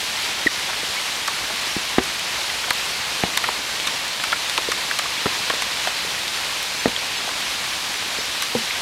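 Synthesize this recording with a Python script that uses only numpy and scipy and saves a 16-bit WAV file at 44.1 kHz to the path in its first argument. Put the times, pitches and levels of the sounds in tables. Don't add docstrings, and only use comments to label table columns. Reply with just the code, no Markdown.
import sys
import numpy as np
from scipy import signal
from scipy.fft import rfft, irfft, next_fast_len
from scipy.io import wavfile
from scipy.ndimage import uniform_filter1d, minimum_filter1d, map_coordinates

SR = 44100
rng = np.random.default_rng(int(sys.argv[2]) if len(sys.argv) > 2 else 0)


def to_wav(s):
    ch = np.atleast_2d(s).T
    pcm = np.round(np.clip(ch, -1, 1) * 32767)
    wavfile.write(sys.argv[1], SR, pcm.astype(np.int16))


def magnitude_from_level(level_db):
    exponent = np.asarray(level_db, float) / 20
    return 10 ** exponent


N = 388521


def unit(x):
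    return x / np.sqrt(np.mean(x ** 2) + 1e-20)


def peak(x):
    return x / np.max(np.abs(x))


def noise(count):
    return rng.standard_normal(count)


def curves(rows):
    s, *columns = np.transpose(rows)
    return [np.interp(np.arange(N) / SR, s, column) for column in columns]


def wobble(rate):
    knots = noise(int(N * rate / SR) + 4)
    return map_coordinates(knots, [np.arange(N) * rate / SR])


def coloured(x, spectrum):
    m = next_fast_len(N + 8192)
    hz, db = np.transpose(spectrum)
    bins_hz = np.fft.rfftfreq(m, 1 / SR)
    gain = magnitude_from_level(np.interp(np.log(bins_hz + 1), np.log(hz + 1), db))
    return unit(irfft(rfft(x, m) * gain, m)[:N])


def band(x, lo_hz, hi_hz):
    edges = [lo_hz, min(hi_hz, SR / 2.1)]
    return signal.sosfilt(signal.butter(2, edges, "bandpass", fs=SR, output="sos"), x)


def highpass(cutoff_hz):
    return signal.butter(2, cutoff_hz, "highpass", fs=SR, output="sos")


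def add(track, s, sound):
    part = track[max(round(s * SR), 0):][:len(sound)]
    part += sound[:len(part)]


def fade(t, t60, rise):
    return (1 - np.exp(-t / rise)) * magnitude_from_level(-60 * t / max(t60, .001))


def patchy(depth_db):
    z = signal.stft(noise(N), nperseg=512)[2]
    field = uniform_filter1d(rng.standard_normal(z.shape), size=8, axis=0)
    field = uniform_filter1d(field, size=8, axis=1)
    return unit(signal.istft(z * magnitude_from_level(depth_db * unit(field)), nperseg=512)[1][:N])


def patter(count, spread_db, centre_hz, octaves, cycles):
    when, rank, pitch = rng.random((count, 3)).T
    hz = np.clip(centre_hz * 2 ** (octaves * (2 * pitch - 1)), 200, SR / 2.5)[:, None]
    size = magnitude_from_level(-spread_db * np.log(1.01 - rank))[:, None]
    k = np.arange(200)
    turns = hz * k / SR
    grain = size * np.sin(2 * np.pi * turns) * np.exp(-turns / cycles)
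    at = (when * N).astype(int)[:, None] + k
    return unit(np.bincount(at.ravel(), grain.ravel(), N + len(k))[:N])


# start_s [s], hiss_db [dB], spray_db [dB]
SHOWER = [(0, -26, 1), (.45, -25.5, -.5), (1.35, -26.5, .8), (1.8, -26, -.3), (2.75, -26, 0),
          (4.05, -26.3, -0.2), (4.7, -26, 0), (5.6, -25.5, -1), (6.4, -26.5, 0.5), (7, -26.3, -0.5),
          (8.05, -26.3, 0.5), (8.81, -26.5, 0.5)]
# pitch_hz [Hz], level_db [dB]
LEAF_COLOUR = [(290, -49), (500, -12), (1040, -4), (2370, 1), (4110, 1), (10600, -14), (13000, -18),
               (15700, -28.5)]
# pitch_hz [Hz], level_db [dB]
MURMUR_COLOUR = [(12, -45), (20, -9), (75, -6), (300, -7), (1030, -0.5), (1200, -4.5), (1560, -31),
                 (2640, -120)]


def rain():
    hiss_db, spray_db = curves(SHOWER)
    mean_db = np.mean(hiss_db)
    low_db = mean_db - 11.5 + .5 * (hiss_db - mean_db)
    swell_db = .2 * wobble(2.5) + .4 * wobble(11)
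    near = magnitude_from_level(-13.5) * patter(count=12000, spread_db=3.5, centre_hz=4250, octaves=1.51, cycles=0.45)
    crackle = patter(count=1500, spread_db=3.5, centre_hz=11100, octaves=0.34, cycles=1.8)
    crackle = magnitude_from_level(2 * spray_db - 15.5) * crackle
    leaves = coloured(patchy(depth_db=0.63) + near + crackle, LEAF_COLOUR)
    treble = signal.sosfiltfilt(highpass(6500), leaves)
    leaves = leaves + (magnitude_from_level(spray_db) - 1) * treble
    leaves = magnitude_from_level(hiss_db + 0.73 + swell_db) * leaves
    lumps = magnitude_from_level(-17) * patter(count=2500, spread_db=0.5, centre_hz=500, octaves=1.25, cycles=2.0)
    low = coloured(patchy(depth_db=1.1) + lumps, MURMUR_COLOUR)
    return leaves + magnitude_from_level(low_db + .13 + .5 * wobble(7)) * low


# start_s [s], peak_db [dB], pitch_hz [Hz], mist_db [dB] of the finest mist
BURSTS = [(1.276, -6.5, 4400, -15), (1.8517, -9, 3300, -30), (2.0353, -12, 4600, -28),
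          (2.1934, -8, 3200, -15), (2.7052, 0.5, 3130, -5), (3.373, -1.5, 3720, -2), (3.438, -9, 2300, -28),
          (3.8701, -7, 3760, -12), (4.237, -4, 2750, -26), (4.322, -9, 3330, -24), (4.496, -5.5, 3550, -13),
          (4.577, -7, 4300, -22), (4.7165, -6, 3600, -17), (4.9112, -16, 4600, -15),
          (4.988, -2.5, 3080, -7), (5.1364, -13, 3500, -26), (5.4984, -9, 3200, -32),
          (5.62, -5.5, 4500, -15), (5.8715, -7, 3000, -14), (6.279, -7.5, 3220, -30),
          (6.6284, -14, 2880, -10), (6.879, -6, 2840, -13), (8.4225, -8, 4000, -8),
          (8.4324, -11, 4720, -24)]
# start_s [s], peak_db [dB]
MIST_TICKS = [
    (.8589, -20),
    (1.937, -24),
    (2.0542, -17),
    (2.7322, -14),
    (3.483, -20),
    (4.5176, -20),
    (6.2447, -23),
    (8.2556, -13),
]


def splashes():
    out, t = np.zeros(N), np.arange(SR // 12) / SR
    t60 = 0.022
    for s, db, hz, _ in BURSTS:
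        ring = 0.58 * np.sin(2 * np.pi * hz * t) + unit(band(noise(len(t)), hz * 0.47, hz * 1.6))
        spray = band(band(noise(len(t)), 6200, 11400), 4600, 12400)
        spray = magnitude_from_level(-11) * peak(spray * fade(t, 0.82 * t60, 0.00074))
        add(out, s + .0002, magnitude_from_level(db - 6.5) * (peak(ring * fade(t, t60, 0.001)) + spray))
    for s, db in MIST_TICKS + [(row[0], row[-1]) for row in BURSTS]:
        tick = band(band(noise(len(t)), 7000, 13000), 6500, 15000)
        add(out, s, magnitude_from_level(db - 9) * peak(tick * fade(t, 0.0087, 0.00033)))
    return out


# crest_s [s], peak_db [dB], pitch_hz [Hz], upper_db [dB], upper_hz [Hz] of the upper mode
SKIN_BLOWS = [(0.4635, -11, 304, -10, 340), (0.8333, -24, 300, 8, 480), (1.7665, -12.5, 200, -2, 328),
              (1.9846, -1, 247, -4, 366), (3.238, -5.5, 181, 9, 754), (4.6884, -15, 318, 11, 450),
              (5.2598, -10, 222, 1, 398), (5.2671, -15.5, 318, -3, 420), (5.5034, -16.5, 308, 5, 500),
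              (5.538, -21, 314, 8, 500), (6.0495, -24, 260, 19, 440), (6.859, -4.5, 242, -10, 500),
              (6.878, -13, 207, -4, 370), (7.2786, -20, 290, 18, 710), (8.1877, -20.5, 252, 0, 430),
              (8.5522, -9.5, 235, 8, 482)]


def thumps():
    out, t = np.zeros(N), np.arange(SR // 7) / SR
    lead = .0016
    for s, db, hz, upper_db, upper_hz in SKIN_BLOWS:
        t60, upper_t60 = 17.2 / hz, 8.4 / upper_hz
        low_fade = fade(t, 0.17 * t60, 0.0014) + 0.14 * fade(t, t60, .0012)
        low = np.cos(2 * np.pi * hz * (t - lead)) * low_fade
        upper = np.cos(2 * np.pi * upper_hz * (t - lead)) * fade(t, upper_t60, 0.0019)
        flutter = magnitude_from_level(-22) * unit(band(noise(len(t)), 50, 700)) * fade(t, 1.8 * t60, .004)
        add(out, s - lead, magnitude_from_level(db - 0.55) * peak(low + magnitude_from_level(upper_db) * upper + flutter))
    return out


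def struck(rows, blur_db, rise, least_s, cycles):
    out, t = np.zeros(N), np.arange(SR // 10) / SR
    for s, db, hz in rows:
        t60 = least_s + cycles / hz
        lo_hz, hi_hz = hz * 0.47, hz * 2.08
        blur = band(band(noise(len(t)), lo_hz, hi_hz), lo_hz, hi_hz)
        ring = magnitude_from_level(blur_db) * unit(blur) - np.sin(2 * np.pi * hz * t)
        add(out, s + 0.00017, magnitude_from_level(db + 0.5) * peak(ring * fade(t, t60, rise)))
    return out


# start_s [s], peak_db [dB], pitch_hz [Hz]
BARE_IMPACTS = [(1.9829, -6.5, 1100), (2.7084, -3, 1700), (2.7325, -16, 12500), (3.2357, -7, 2100),
                (3.4833, -17, 3200), (3.8, -9, 2700), (4.3219, -7, 3600), (4.578, -1, 2900),
                (4.2, -12, 1900), (4.7178, -16, 5000), (3.8722, -12, 2100), (5.5, -11, 1800),
                (4.9885, -10, 4500), (5.2625, -11, 780), (5.622, -8, 2300), (5.8735, -13, 1600),
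                (5.5025, -15, 900), (6.8575, -5, 700), (9.3, -7, 4000)]


def clicks():
    return struck(BARE_IMPACTS, blur_db=-14, rise=.00008, least_s=.0005, cycles=4)


# start_s [s], peak_db [dB], pitch_hz [Hz]
CONTACTS = [(1.9832, -8, 1890), (1.9832, -9, 790), (2.7062, -8, 3940), (3.4385, -20.5, 610),
            (3.2362, -18, 420), (3.3748, -13, 2300), (3.3748, -8.5, 4100), (3.38, -17, 1090),
            (4.3268, -18.5, 740), (4.58, -11, 1000), (5.2568, -11, 1310), (5.2655, -16, 1030),
            (5.266, -14, 1900), (5.8735, -20, 1800), (6.8577, -20, 710), (6.8579, -12, 1910),
            (6.963, -19, 1720), (8.5506, -18, 800), (8.5508, -29, 1600)]


def snaps():
    return struck(CONTACTS, blur_db=-8, rise=0.00052, least_s=0.0056, cycles=8.6)


# start_s [s], peak_db [dB], pitch_hz [Hz]
BOARD_HITS = [(.691, -16, 940), (1.28, -13, 1140), (1.44, -19.5, 1610), (1.639, -19, 1940),
              (1.987, -12, 1720), (2.499, -16, 1970), (2.64, -16, 1550), (2.708, -15, 1760),
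              (3.374, -12, 1500), (3.44, -11, 1390), (3.49, -16, 620), (3.872, -9, 2270),
              (4.239, -12.5, 1290), (4.326, -10, 1340), (4.584, -14.5, 635), (4.717, -12, 1240),
              (4.913, -24, 1760), (4.991, -13.5, 1260), (5.057, -17, 1180), (5.501, -11, 1100),
              (5.536, -18, 1120), (5.622, -13.5, 1160), (5.872, -15.5, 747), (7.2, -22, 1130),
              (7.29, -19, 1050), (7.641, -19, 1200), (8.423, -16, 1140), (8.707, -15, 2120)]


def knocks():
    return struck(BOARD_HITS, blur_db=1.0, rise=0.00044, least_s=0.017, cycles=24)


# start_s [s], peak_db [dB], pitch_hz [Hz]
AFTER_RINGS = [
    (2.7095, -18, 993),
    (1.281, -20, 1140),
    (1.999, -19, 383),
    (3.8725, -12, 3640),
    (4.327, -11.5, 1410),
    (6.862, -16, 484),
    (8.5508, -20, 505),
    (8.556, -18, 225),
]


def rings():
    return struck(AFTER_RINGS, blur_db=-9, rise=.0008, least_s=.025, cycles=28)


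# start_s [s], peak_db [dB], pitch_hz [Hz]
LEAF_HITS = [(.287, -25, 780), (.431, -27, 1110), (.697, -17, 1100), (.729, -22, 1120), (1.366, -25, 1080),
             (1.5, -21, 834), (1.839, -22.5, 1056), (2.387, -25, 674), (2.679, -24, 694), (5.12, -23, 1660),
             (5.698, -23, 815), (5.849, -23, 1170), (6.493, -24, 1130), (7.028, -23, 830),
             (7.332, -25, 872), (3.877, -22, 1350)]


def pats():
    return struck(LEAF_HITS, blur_db=3, rise=.0018, least_s=.028, cycles=12)


# start_s [s], peak_db [dB], start_hz [Hz], end_hz [Hz], length_s [s]
TRAPPED_AIR = [
    (.4672, -7, 2030, 1780, 0.011),
    (3.4883, -10, 1100, 940, 0.00274),
    (4.9121, -10, 1900, 1500, 0.0023),
    (0.968, -26, 2200, 2270, .024),
    (6.9633, -13, 3500, 3170, 0.0029),
]


def squeaks():
    out = np.zeros(N)
    for s, db, start_hz, end_hz, length in TRAPPED_AIR:
        u = np.arange(round(length * SR)) / (length * SR)
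        turn = 2 * np.pi * np.cumsum(start_hz + (end_hz - start_hz) * u) / SR
        whistle = np.sin(turn) + 0.13 * np.cos(2 * turn)
        add(out, s, magnitude_from_level(db) * np.sin(np.pi * u) ** 0.32 * whistle)
    return out


# pitch_hz [Hz], width_hz [Hz], level_db [dB]
MACHINERY = (60, 18, -61)


def hum():
    hz, width_hz, db = MACHINERY
    return magnitude_from_level(db) * unit(band(noise(N), hz - width_hz / 2, hz + width_hz / 2))


# start_s [s], bands [count]
FLICKERS = [(.166, 1), (1.652, 1), (1.675, 1), (2.441, 1), (2.743, 1), (3.022, 2), (3.068, 3), (3.951, 3),
            (4.763, 2), (5.46, 1), (6.203, 2), (6.342, 1), (6.714, 1), (6.783, 3), (7.155, 3), (7.317, 1),
            (8.107, 2), (8.177, 1)]


def side_flickers(mono):
    side, size = np.zeros(N), 2048
    hz = np.fft.rfftfreq(size, 1 / SR)
    window = np.sin(np.pi * np.arange(size) / size) ** 2
    for s, count in FLICKERS:
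        other = mono[rng.integers(N - size):][:size]
        lo_hz = rng.uniform(4100, 14300, (count, 1))
        chosen = ((hz > lo_hz) & (hz < lo_hz + 1500)).any(axis=0)
        add(side, s, .85 * window * irfft(rfft(other) * chosen))
    return side


def scene():
    drops = splashes() + thumps() + clicks() + snaps() + knocks() + rings() + pats() + squeaks()
    return np.tile(rain() + drops + hum(), (2, 1))


def top_cut(x):
    return signal.sosfilt(signal.butter(12, 16360, fs=SR, output="sos"), x)


def record(dry):
    dry = signal.sosfilt(highpass(38), dry)
    power = uniform_filter1d(band(dry[0], 400, 5000) ** 2, size=353, origin=176)
    heard = np.sqrt(np.abs(power))
    need = np.maximum(heard / magnitude_from_level(-16.5), 1) ** -.8
    need = minimum_filter1d(need, size=661, origin=330)
    keep = np.exp(-1 / (SR * 0.0099))
    x = dry * (1 + signal.lfilter([1 - keep], [1, -keep], need - 1))
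    x = x / (1 + np.abs(x / .99) ** 6) ** (1 / 6)
    x = irfft(rfft(x) * (np.fft.rfftfreq(N, 1 / SR) < 15830), N)
    mix = x + side_flickers(x[0]) * [[1], [-1]]
    return top_cut(mix)


dry = scene()
out = record(dry)
to_wav(out)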